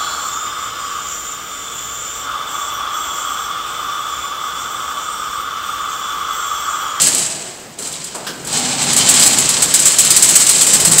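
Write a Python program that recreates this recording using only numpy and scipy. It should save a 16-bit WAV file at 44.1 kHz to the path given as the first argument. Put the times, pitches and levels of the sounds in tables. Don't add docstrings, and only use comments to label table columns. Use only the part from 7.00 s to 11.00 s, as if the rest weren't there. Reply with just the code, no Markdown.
import sys
import numpy as np
from scipy import signal
from scipy.fft import rfft, irfft
from scipy.io import wavfile
from scipy.ndimage import uniform_filter1d

SR = 44100
rng = np.random.default_rng(int(sys.argv[2]) if len(sys.argv) > 2 else 0)


def unload_audio(sound):
    columns = np.transpose(np.atleast_2d(sound))
    steps = np.round(np.clip(columns, -1, 1) * 32767)
    wavfile.write(sys.argv[1], SR, steps.astype(np.int16))


N = 176400
T = np.arange(N) / SR

TICKS_PER_S, TICK_SPREAD_DB = 12000, 3.5


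def undb(db):
    return 10 ** (np.asarray(db) / 20)


def unit(x):
    return x / np.sqrt(np.mean(x ** 2))


def colour(x, table, size=8192):
    hz, db = np.array(table).T
    bin_hz = np.maximum(np.arange(size // 2 + 1), 1) * SR / size
    log_gain = np.interp(np.log(bin_hz), np.log(hz), db) * np.log(10) / 20
    cepstrum = irfft(log_gain)
    cepstrum[1:size // 2] *= 2
    cepstrum[size // 2 + 1:] = 0
    impulse = irfft(np.exp(rfft(cepstrum)))
    return signal.fftconvolve(x, impulse / np.sqrt(np.sum(impulse ** 2)))[:N]


def butter(x, hz, kind, order=2):
    return signal.sosfilt(signal.butter(order, hz, kind, fs=SR, output="sos"), x)


def noise_band(low_hz, high_hz, order=2):
    return unit(butter(rng.standard_normal(N), [low_hz, high_hz], "band", order))


def walk(rate_hz):
    hold = int(SR / rate_hz)
    steps = np.repeat(rng.standard_normal(N // hold + 1), hold)
    return unit(uniform_filter1d(steps, hold)[:N])


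def ticks(per_s, spread_db):
    when, sign, size = rng.random((3, N))
    level_db = -spread_db * np.log(size + 3e-3)
    return unit((when < per_s / SR) * np.sign(sign - .5) * undb(level_db))


def ring(x, modes, swell_db=0):
    swells_per_s = 30
    t = T[:SR // 2]
    out = np.zeros(N)
    for hz, db, t60_s in modes:
        drive = x * unit(undb(swell_db * walk(swells_per_s)))
        mode = undb(db) * np.cos(2 * np.pi * hz * t) * 1000. ** (-t / t60_s)
        out += signal.fftconvolve(drive, mode)[:N]
    return out


def control(column):
    # time in seconds, rattle of links in dB,
    # brightness of the rattle in dB, low rumble of the drive in dB.
    machine = np.array([(0, -10, -6.5, -27.5), (.1, -15.5, -9, -28.5), (.25, -20.5, -4.5, -32.5),
                        (.45, -26, -15, -39), (.77, -39.5, -18, -42.5), (.8, -25, -3, -35),
                        (1.1, -28, -31, -40), (1.43, -30.5, -34, -34.5), (1.54, -12, -25, -27.5),
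                        (1.8, -15, -38, -28.5), (1.95, -11, -21, -25.5), (2.2, -9, -19, -26),
                        (2.45, -12, -15, -24), (2.7, -14, -15, -28), (3.42, -13, -6.5, -28),
                        (4, -15.5, -6, -23.5)])
    return undb(np.interp(T, machine[:, 0], machine[:, column]))


def shop_noise():
    # frequency in Hz, gain in dB.
    shop_points = [(30, -22), (400, -10.5), (700, -9.5), (1300, -19.5), (7700, -23), (10000, -48),
                   (15500, -72)]
    level_db = -41.5
    return unit(colour(rng.standard_normal(N), shop_points)) * undb(level_db)


def drone():
    # frequency in Hz, level in dB, start in s, end in s; silent if the end is well before the start.
    drone_rows = [(207, -33, 0.19, 0.12), (358, -43, 0.12, 0.68), (680, -40.5, 0.15, 0.53),
                  (140, -38, 1.4, 2.6), (251, -31.5, 1.53, 2.48), (794, -31.5, 1.51, 2.4)]
    fade_s, q = 0.05, 9
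    out = np.zeros(N)
    for hz, db, start, end in drone_rows:
        band = noise_band(hz * (1 - .5 / q), hz * (1 + .5 / q), order=1)
        gate = np.clip(np.minimum(T - start, end - T) / fade_s + .5, 0, 1)
        out += undb(db) * band * gate
    return out


def rumble():
    # frequency in Hz, gain in dB.
    rumble_points = [(30, -19), (80, -13), (150, 0.5), (330, -5), (480, -5.5), (800, -7.5), (1500, -10.5),
                     (4000, -25)]
    flicker_db, flickers_per_s = 1.5, 11
    noise = unit(colour(rng.standard_normal(N), rumble_points))
    return noise * control(column=3) * undb(flicker_db * walk(flickers_per_s)) + drone()


def room(x):
    # upper edge in Hz, t60 in seconds.
    decay_rows = [(3000, 1.48), (10500, 0.54), (20000, 0.59)]
    level_db, gap_s = -9, .01
    t = T[:2 * SR]
    spectrum = rfft(rng.standard_normal(len(t)))
    hz = np.fft.rfftfreq(len(t), 1 / SR)
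    tail = np.zeros(len(t))
    low_hz = 0
    for high_hz, t60_s in decay_rows:
        band = irfft(spectrum * (hz >= low_hz) * (hz < high_hz))
        tail += band * 1000. ** (-t / t60_s) * (t > gap_s)
        low_hz = high_hz
    return undb(level_db) * signal.fftconvolve(x, tail / np.sqrt(np.sum(tail ** 2)))[:N]


def knocks_and_ping():
    # start in seconds, level before the decay in dB, centre in Hz, width in octaves, t60 in seconds.
    burst_rows = [(0.79, -35, 420, 1.2, 0.33), (0.938, -17.5, 3830, 0.37, 0.025),
                  (1.1473, -26.5, 550, 2.07, 0.51), (1.281, -29.5, 318, 1.14, 0.63),
                  (3.859, -23.5, 154.4, 0.23, 0.88)]
    rise_s = .0006
    out = np.zeros(N)
    for start, db, hz, octaves, t60_s in burst_rows:
        t = np.maximum(T - start, 0)
        band = noise_band(hz * 2 ** (-.5 * octaves), hz * 2 ** (.5 * octaves))
        out += band * undb(db) * (1 - np.exp(-t / rise_s)) * 1000. 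** (-t / t60_s)
    return out


def clink():
    # frequency in Hz, level in dB, t60 in seconds.
    clink_modes = [(1540, -37, 0.01), (3100, -32, 0.0029), (4230, -38, 0.0033), (5020, -48, .04)]
    start_s, chatter_fall_s = 1.2672, 0.031
    env = (T > start_s) * np.exp(-np.abs(T - start_s) / chatter_fall_s)
    return ring(ticks(TICKS_PER_S, TICK_SPREAD_DB) * env, clink_modes)


def rattle():
    per_s, spread_db, top_hz, bright_hz = 7000, 2.5, 10300, 5150
    flicker_db, flickers_per_s = 2, 60
    chatter = butter(ticks(per_s, spread_db), top_hz, "low")
    low = butter(chatter, bright_hz, "low")
    high = butter(chatter, bright_hz, "high")
    shaded = low - high * control(column=2)
    return shaded * control(column=1) * undb(flicker_db * walk(flickers_per_s))


def slaps():
    # start in seconds, level in dB before the common gain, hold of the shower in seconds.
    slap_rows = [(0.017, 1.5, 0.073), (0.069, 0, 0.017), (0.147, -5, 0.022), (0.18, -5.5, 0.023),
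                 (0.7864, -15, 0.014), (0.822, -15, 0.017), (0.8714, -16.5, 0.013), (0.923, -14.5, 0.02),
                 (1.041, -16, 0.043), (1.1476, -16.5, 0.039), (1.269, -21, 0.038), (1.448, -19.5, 0.015),
                 (1.471, -17.5, 0.042), (1.5264, -14, 0.02), (1.5716, -9, 0.033), (1.8203, -7.5, 0.026),
                 (1.931, -5, 0.0058), (1.9637, 2.5, 0.025), (2.089, 4.5, 0.024), (2.1392, -0.5, 0.022),
                 (2.1966, 2.5, 0.025), (2.23, 4.5, 0.012), (2.2618, 5.5, 0.018), (2.33, -3.5, 0.02),
                 (2.384, 0, 0.017), (2.4895, 0, 0.03), (2.6208, 5.5, 0.011), (2.739, 7, 0.013),
                 (2.792, -1.5, 0.039), (2.8543, 8, 0.028), (2.919, -5, 0.012), (2.9852, 9, 0.02),
                 (3.0486, -1, 0.0057), (3.104, 6, 0.0087), (3.1628, 6, 0.012), (3.2235, 8, 0.025),
                 (3.288, 4, 0.025), (3.342, -3, 0.011), (3.354, 10, 0.011), (3.399, -1, 0.049),
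                 (3.4655, -2, 0.0088), (3.491, 7.5, 0.0081), (3.565, -6.5, 0.03), (3.611, 3, 0.03),
                 (3.666, 0, 0.022), (3.7323, 6, 0.016), (3.799, 1, 0.011), (3.849, 3.5, 0.036),
                 (3.913, 2, 0.026), (3.9823, 7.5, 0.017)]
    common_gain_db, rise_s, sag_db_per_s = -11.5, 0.00097, -220
    crack_db, crack_fall_s = 5, .004
    bounce_db, bounces_per_s = 1.5, 150
    treble_hz, treble_db_per_db = 11300, 0.1
    fall_s = np.array([[0.02], [0.041]])
    hold_share = np.array([[1], [0.66]])

    power = np.zeros((2, N))
    for start, db, hold_s in slap_rows:
        i = int(start * SR)
        t = T[i:i + SR // 4] - start
        env = np.clip(t / rise_s, 0, 1) * np.exp(-np.maximum(t - hold_share * hold_s, 0) / fall_s)
        crack = crack_db * np.exp(-np.maximum(t, 0) / crack_fall_s)
        env = env * undb(crack + sag_db_per_s * t)
        level = undb([[db], [db * (1 + treble_db_per_db)]])
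        power[:, i:i + len(t)] += (env * level) ** 2

    shower = ticks(TICKS_PER_S, TICK_SPREAD_DB) * unit(undb(bounce_db * walk(bounces_per_s)))
    treble = butter(shower, treble_hz, "high")
    body = shower - treble
    return undb(common_gain_db) * (body * np.sqrt(power[0]) + treble * np.sqrt(power[1]))


def metal(x):
    # frequency in Hz, level in dB, t60 in seconds.
    trough_modes = [(1147, -52, 0.26), (3075, -40, 0.031), (4200, -41, 0.024), (4940, -41.5, 0.029)]
    # frequency in Hz, gain in dB.
    tick_points = [(100, -26), (500, -15), (1300, -11), (2700, -6.5), (4000, -3), (5600, -2.5), (6800, 3),
                   (7900, 8.5), (9000, 3), (10800, -5.5), (15500, -14)]
    wire_db, wire_t60_s = -39, 0.0058
    wire_modes = [(hz, wire_db, wire_t60_s) for hz in np.linspace(7270, 8270, num=5)]
    return colour(x + ring(x, [*trough_modes, *wire_modes], swell_db=3), tick_points)


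def scene():
    near = metal(slaps() + rattle()) + knocks_and_ping() + clink()
    return (near + room(near) + rumble() + shop_noise())[None]


def record(dry):
    overload, top_hz = .92, 15700
    cut = signal.ellip(14, .2, 78, top_hz, fs=SR, output="sos")
    return signal.sosfilt(cut, np.clip(dry, -overload, overload))


dry = scene()
out = record(dry)
unload_audio(out)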